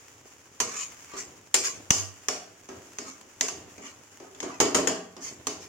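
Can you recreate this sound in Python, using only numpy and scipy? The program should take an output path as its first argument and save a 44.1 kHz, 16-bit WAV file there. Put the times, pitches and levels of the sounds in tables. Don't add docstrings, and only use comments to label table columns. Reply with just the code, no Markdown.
import sys
import numpy as np
from scipy import signal
from scipy.fft import rfft, irfft, next_fast_len
from scipy.io import wavfile

SR = 44100
rng = np.random.default_rng(int(sys.argv[2]) if len(sys.argv) > 2 else 0)


def generate_wav(signal):
    frames = np.transpose(np.atleast_2d(signal))
    scaled = np.clip(frames, -1, 1) * 32767
    pcm = np.round(scaled).astype(np.int16)
    wavfile.write(sys.argv[1], SR, pcm)


N = 250488
TIME = np.arange(N) / SR

# start_s, weight_db, edge_db, chatter_fade_s, bowl_hz, blade_low_hz, blade_high_hz, left_over_right_db
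BLOWS = [(0.6011, -37.5, -24.5, 0.12, 744, 1030, 6270, -3.5), (1.136, -44.5, -54, .03, 370, 1160, 6960, 3),
         (1.5414, -36.5, -18.5, 0.11, 394, 2340, 7480, 2.5),
         (1.905, -38, -17.5, 0.033, 285, 2890, 6080, 5.5),
         (2.284, -36, -25.5, 0.039, 616, 1156, 5700, -0.5),
         (2.688, -42.5, -48.5, 0.058, 363, 1030, 6100, -1), (2.9852, -44, -35.5, 0.037, 270, 1200, 6400, 3),
         (3.212, -58.5, -53.5, 0.039, 362, 1140, 7300, -2),
         (3.4093, -38, -23, 0.027, 450, 2010, 6540, -1.6),
         (3.4826, -47.5, -32.5, .075, 387, 1090, 6350, -1.5),
         (3.779, -48, -51.5, 0.046, 283, 2170, 6470, 1), (4.2, -47, -54.5, 0.06, 380, 880, 6200, 1),
         (4.3472, -53.5, -53, .06, 263, 3480, 6800, 0), (4.4025, -47, -36.5, 0.028, 270, 3560, 6600, 2.5),
         (4.4277, -36, -40.5, .11, 265, 1200, 6600, 1), (4.6008, -24, -21, .14, 260, 1130, 6630, -2),
         (4.7456, -24, -23, 0.17, 362, 1210, 6650, 1.5), (4.872, -30, -25, 0.093, 622, 1770, 6950, 5.5),
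         (5.165, -46.5, -50.5, 0.075, 278.4, 1150, 5100, -4),
         (5.4689, -37.5, -29, 0.05, 277, 1190, 6200, -3)]
# start_s, swell_s, hold_s, middle_db, treble_db, pressed_pitch_hz
STROKES = [(0.635, 0.061, 0.055, -42, -42, 1530), (0.738, 0.057, 0.032, -40.5, -35, 2330),
           (1.06, 0.083, 0.051, -47.5, -52, 1730), (1.162, 0.022, 0.017, -49.5, -38, 1630),
           (1.626, 0.025, 0.014, -35, -27.5, 1900), (1.923, 0.027, 0.048, -44.5, -31, 1940),
           (3.039, 0.046, 0.011, -45, -43.5, 1120), (3.804, 0.049, 0.01, -43.5, -45, 1490),
           (4.452, 0.06, 0.037, -45.5, -53, 1220), (5.203, 0.034, 0.043, -49, -37.5, 1820),
           (5.597, 0.021, 0.012, -55, -47, 2240)]
# pitch_hz, level_db, fade_s
WOK_NOTES = [(180.6, -11, 0.98), (218.3, -14, 0.16), (267.6, 4, 0.39), (304.3, -12.5, 1),
             (386.7, 0.5, 0.52), (415.7, 0.5, 0.39), (496.6, -7.5, 0.51), (645, -4, 0.64),
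             (772, -7.5, 0.65), (857, -4, 0.36), (1040, 6, 0.32), (1156, 1.5, 0.61), (1320, -15, .28),
             (1560, -19, 0.28), (1865, 2.5, 0.59), (2166, 7.5, 0.29), (2290, 6, 0.3), (2900, -6, 0.45),
             (3030, 0.5, 0.32), (5190, -5, 0.27), (5240, 0, 0.083), (5670, -28, .28), (6000, -19, 0.16),
             (6300, -15, 0.24), (6400, -8, 0.47), (6780, -6, 0.42), (6870, 1.5, 0.22)]
# peak_s, level_db
SHOVES = [(1.32, -60), (1.82, -53.5), (2.852, -62.5), (3.63, -52.5), (4.77, -42), (5.35, -54),
          (5.62, -57.5)]
# time_s, level_db
SIZZLE_LEVELS = [(0.0, -55), (0.47, -58.5), (1.0, -53), (1.45, -60), (2.05, -54.5), (2.6, -59), (2.85, -55),
                 (3.35, -59.5), (3.7, -56), (5.1, -61.5), (5.68, -55.5)]

# frequency_hz, level_db
CLACK_COLOUR = [(88, -5), (150, -22), (376, 12.5), (601, -1.5), (979, -5.5), (2020, -3), (3040, -5),
                (3840, -11.5), (6910, -2.5), (8400, -12.5), (14000, -25), (15100, -14), (16000, -37)]
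LOW_RING_COLOUR = [(50, -32), (100, -14), (170, -11.5), (266, -3), (330, -3), (416, 2.5), (530, -5.5),
                   (635, -2), (900, -1), (1500, 12.5)]
HIGH_RING_COLOUR = [(500, -42), (1000, -6.5), (1600, -7.5), (2300, -2.5), (3000, 0), (3900, -8),
                    (4700, 3.5), (5600, 2.5), (6400, 1.5), (7100, 1.5), (8200, -4), (10000, -16.5),
                    (12500, -20), (15500, -22)]
SCRAPE_COLOUR = [(700, -14), (1100, 8), (1600, -7), (2300, 0.5), (3000, -4), (3800, -10.5), (4700, -2.5),
                 (5600, 3.5), (6400, 10.5), (7200, 8), (8200, -6.5), (10000, -14), (12500, -18),
                 (15500, -21)]
CHURN_COLOUR = [(30, -49), (60, -1.5), (90, 10.5), (180, -1), (280, 7), (420, 4.5), (600, 0.5), (1200, -8),
                (2300, -11.5), (4000, -14.5), (9000, -74)]
SIZZLE_COLOUR = [(300, -10.5), (1000, -1.5), (2000, -3), (3000, -5), (4000, -14.5), (5000, -6.5),
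                 (6000, -2), (7000, 1), (8200, -11.5), (10000, -15), (13000, -18.5), (15500, -16.5)]
# frequency_hz, likeness
ROOM_LIKENESS = [(60, 0.77), (290, 0.97), (640, 0.42), (1400, 0.18), (3000, 0.11), (7000, 0)]
NEAR_LIKENESS = [(200, 0.89), (1000, 0.38), (3000, 0.072), (7000, 0.017)]

# low_hz, high_hz
BANDS = [(40, 800), (800, 4000), (4000, 17000)]
# body_s, middle_s, treble_s
WASH_FADES = [0.53, 0.48, 0.38]
CLACK_EDGE_SHARE, CLACK_GAIN_DB = [0, 0.89, 1], [-1.5, -2.5, 1]
RING_EDGE_SHARE, RING_GAIN_DB = [0, 0.54, 0.91], [0.05, -10, -8.5]


def spatula_blows():
    out = np.zeros((2, N))
    for start_s, weight_db, edge_db, fade_s, bowl_hz, low_hz, high_hz, side_db in BLOWS:
        clack_db = band_levels(weight_db, edge_db, CLACK_EDGE_SHARE, CLACK_GAIN_DB)
        ring_db = band_levels(weight_db, edge_db, RING_EDGE_SHARE, RING_GAIN_DB)
        clack = blade_clack(low_hz, high_hz, fade_s, clack_db)
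        ring = pan_ring((bowl_hz, low_hz, high_hz), ring_db)
        balance = from_db([[side_db / 2], [-side_db / 2]])
        add(out, contact_brightness(clack, edge_db) * balance, start_s)
        add(out, contact_brightness(ring, edge_db), start_s)
    return out


def blade_clack(low_hz, high_hz, fade_s, levels_db, note_db=6.5, rise_s=0.00076):
    t = np.arange(SR // 10) / SR
    noise = rng.standard_normal((2, len(t)))
    chatter = coloured(noise, CLACK_COLOUR, NEAR_LIKENESS, ripple_db=2.5, spacing_hz=217.7)
    first_touch = dying(t, fade_s / 4)
    chatter = chatter * (first_touch + dying(t, fade_s)) * (1 - np.exp(-t / rise_s))
    notes = resonate(chatter, low_hz, width_hz=240) + resonate(chatter, high_hz, width_hz=450)
    blade = chatter + from_db(note_db) * notes
    parts = [in_band(blade, band) for band in BANDS]
    return sum(from_db(db) * part / np.std(part[:, :SR // 100]) for part, db in zip(parts, levels_db))


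def pan_ring(notes_hz, levels_db, wok_db=-5.5, build_s=0.011):
    t = np.arange(SR * 3 // 4) / SR
    early = slice(SR // 66, SR // 16)
    bowl, blade = (LOW_RING_COLOUR, 6.0, 45), (HIGH_RING_COLOUR, 5.0, 220)
    voices = [bowl, blade, blade]
    out = 0
    for band, voice, note_hz, fade_s, db in zip(BANDS, voices, notes_hz, WASH_FADES, levels_db):
        colour, note_db, width_hz = voice
        noise = rng.standard_normal((2, len(t)))
        wash = coloured(noise, colour, ROOM_LIKENESS, ripple_db=4.5, spacing_hz=59.94)
        wash = wash + from_db(note_db) * resonate(wash, note_hz, width_hz)
        wash = in_band(wash, band) * dying(t, fade_s)
        wok = wok_notes(t, band)
        part = wash / np.std(wash[:, early]) + from_db(wok_db) * wok / np.std(wok[:, early])
        out = out + from_db(db) * part / np.std(part[:, early])
    return out * (1 - np.exp(-t / build_s))


def wok_notes(t, band, scatter_db=2.0):
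    hz, level_db, fade_s = np.transpose([note for note in WOK_NOTES if band[0] < note[0] <= band[1]])
    strength = from_db(level_db + scatter_db * rng.standard_normal(len(hz)))
    apart = np.arccos(np.clip(at_hz(ROOM_LIKENESS, hz), -1, 1)) * rng.choice([-1, 1], len(hz))
    phase = rng.uniform(0, 2 * np.pi, len(hz)) + np.outer([0, 1], apart)
    angle = np.outer(2 * np.pi * hz, t).astype(np.float32)
    fade = dying(t, fade_s[:, None])
    sines, cosines = np.sin(angle) * fade, np.cos(angle) * fade
    return (strength * np.cos(phase)) @ sines + (strength * np.sin(phase)) @ cosines


def band_levels(weight_db, edge_db, edge_share, gain_db):
    return weight_db + np.multiply(edge_share, edge_db - weight_db) + gain_db


def contact_brightness(sound, edge_db, split_hz=8600, db_per_db=0.33, neutral_edge_db=-18.0):
    top = signal.sosfilt(signal.butter(2, split_hz, "high", fs=SR, output="sos"), sound)
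    rest = signal.sosfilt(signal.butter(2, split_hz, "low", fs=SR, output="sos"), sound)
    top_gain = from_db(db_per_db * (edge_db - neutral_edge_db))
    return rest - top_gain * top


def blade_scrapes(spots_per_s=22, release_fade_s=0.28, bend_octaves=0.1, note_db=5.5):
    slips = clicks(per_s=6000, spread_db=0.5)
    out = np.zeros((2, N))
    for start_s, swell_s, hold_s, middle_db, treble_db, pressed_hz in STROKES:
        during = (TIME >= start_s) & (TIME < start_s + .5)
        t = TIME[during] - start_s
        pressure = np.minimum(t / swell_s, 1)
        since_lift_s = np.maximum(t - swell_s - hold_s, 0)
        loudness = pressure * dying(since_lift_s, release_fade_s)
        rasp = 0
        for spot in range(12):
            nearness = np.maximum(1 - np.abs(t * spots_per_s - spot), 0)
            here = coloured(slips[:, during], SCRAPE_COLOUR, ROOM_LIKENESS, ripple_db=7.5, spacing_hz=90)
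            rasp = rasp + nearness * here
        pitch_hz = pressed_hz * 2 ** (bend_octaves * (pressure - 1))
        rasp = rasp + from_db(note_db) * resonate_gliding(rasp, pitch_hz, width_hz=800)
        for band, level_db in zip(BANDS[1:], (middle_db, treble_db)):
            out[:, during] += loudness * from_db(level_db) * rms_one(in_band(rasp, band))
    return out


def low_bump(at_s=1.9098, width_s=0.0012, push_db=-13.5, hum_hz=98.3, hum_db=-33.5, swell_s=0.1):
    offset = (TIME - at_s) / width_s
    push = from_db(push_db) * offset * np.exp((1 - offset ** 2) / 2)
    age_s = np.maximum(TIME - at_s, 0)
    swell = (age_s / swell_s * np.exp(1 - age_s / swell_s)) ** 4
    hum = from_db(hum_db) * swell * np.sin(2 * np.pi * hum_hz * age_s)
    return (push + hum) * from_db([[-30], [0]])


def food_churn(shove_width_s=0.11, settling_db=-60.5, lumpy_db=1.6):
    shoves = sum(from_db(db) * np.exp(-((TIME - peak_s) / shove_width_s) ** 2) for peak_s, db in SHOVES)
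    lumps = coloured(clicks(per_s=1800, spread_db=2.45), CHURN_COLOUR, ROOM_LIKENESS)
    return lumps * (from_db(settling_db) + shoves) * from_db(lumpy_db * drift(per_s=22))


def food_sizzle(gain_db=3.0, flicker_db=1.76):
    bursts = rng.standard_normal((2, N)) + from_db(-6) * clicks(per_s=260, spread_db=2.2)
    sizzle = coloured(bursts, SIZZLE_COLOUR, ROOM_LIKENESS)
    level_db = np.interp(TIME, *np.transpose(SIZZLE_LEVELS)) + flicker_db * drift(per_s=40)
    return sizzle * from_db(level_db + gain_db)


def food_pat(start_s=0.255):
    out = np.zeros((2, N))
    add(out, blade_clack(low_hz=420, high_hz=680, fade_s=0.031, levels_db=(-52, -62, -75)), start_s)
    return out


def coloured(pair, colour, likeness, ripple_db=0.0, spacing_hz=70):
    size = next_fast_len(pair.shape[1])
    hz = np.arange(size // 2 + 1) * SR / size
    ripple = np.interp(hz / spacing_hz, np.arange(1024), np.clip(rng.standard_normal(1024), -2, 2))
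    mid, side = rfft(pair, size) * from_db(at_hz(colour, hz) + ripple_db * ripple)
    alike = np.clip(at_hz(likeness, hz), -.99, .99)
    both = np.sqrt(1 + alike) * mid + np.sqrt(1 - alike) * side * np.array([[1], [-1]])
    return rms_one(irfft(both, size)[:, :pair.shape[1]])


def clicks(per_s, spread_db):
    happens = rng.random(N) < per_s / SR
    sizes = from_db(spread_db * np.minimum(rng.exponential(1, N), 4))
    return rms_one(happens * sizes * rng.standard_normal((2, N)))


def resonator(hz, width_hz):
    r = np.exp(-np.pi * width_hz / SR)
    return [(1 - r * r) / 2, 0, (r * r - 1) / 2], [1, -2 * r * np.cos(2 * np.pi * hz / SR), r * r]


def resonate(x, hz, width_hz):
    return signal.lfilter(*resonator(hz, width_hz), x)


def resonate_gliding(x, hz, width_hz):
    out, state = np.zeros_like(x), np.zeros((2, 2))
    for i in range(0, len(hz), 256):
        step = slice(i, i + 256)
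        out[:, step], state = signal.lfilter(*resonator(hz[i], width_hz), x[:, step], zi=state)
    return out


def in_band(x, band):
    return signal.sosfilt(signal.butter(4, band, "band", fs=SR, output="sos"), x)


def drift(per_s):
    points = rng.standard_normal(4096)
    return np.interp(TIME * per_s, np.arange(len(points)), points)


def dying(t, fade_s):
    return np.exp(-np.log(1000) * t / fade_s)


def at_hz(table, hz):
    row_hz, values = np.transpose(table)
    return np.interp(np.log(np.maximum(hz, 1)), np.log(row_hz), values)


def from_db(db):
    return 10 ** (np.asarray(db) / 20)


def rms_one(x):
    return x / np.sqrt(np.mean(x ** 2) + 1e-20)


def add(out, sound, start_s):
    at = round(start_s * SR)
    out[:, at:at + sound.shape[1]] += sound[:, :N - at]


def scene():
    return spatula_blows() + blade_scrapes() + low_bump() + food_churn() + food_sizzle() + food_pat()


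def record(dry):
    rounded = .9 * np.tanh(dry / .9)
    return signal.sosfilt(signal.ellip(10, .1, 80, 16200, fs=SR, output="sos"), rounded)


dry = scene()
out = record(dry)
generate_wav(out)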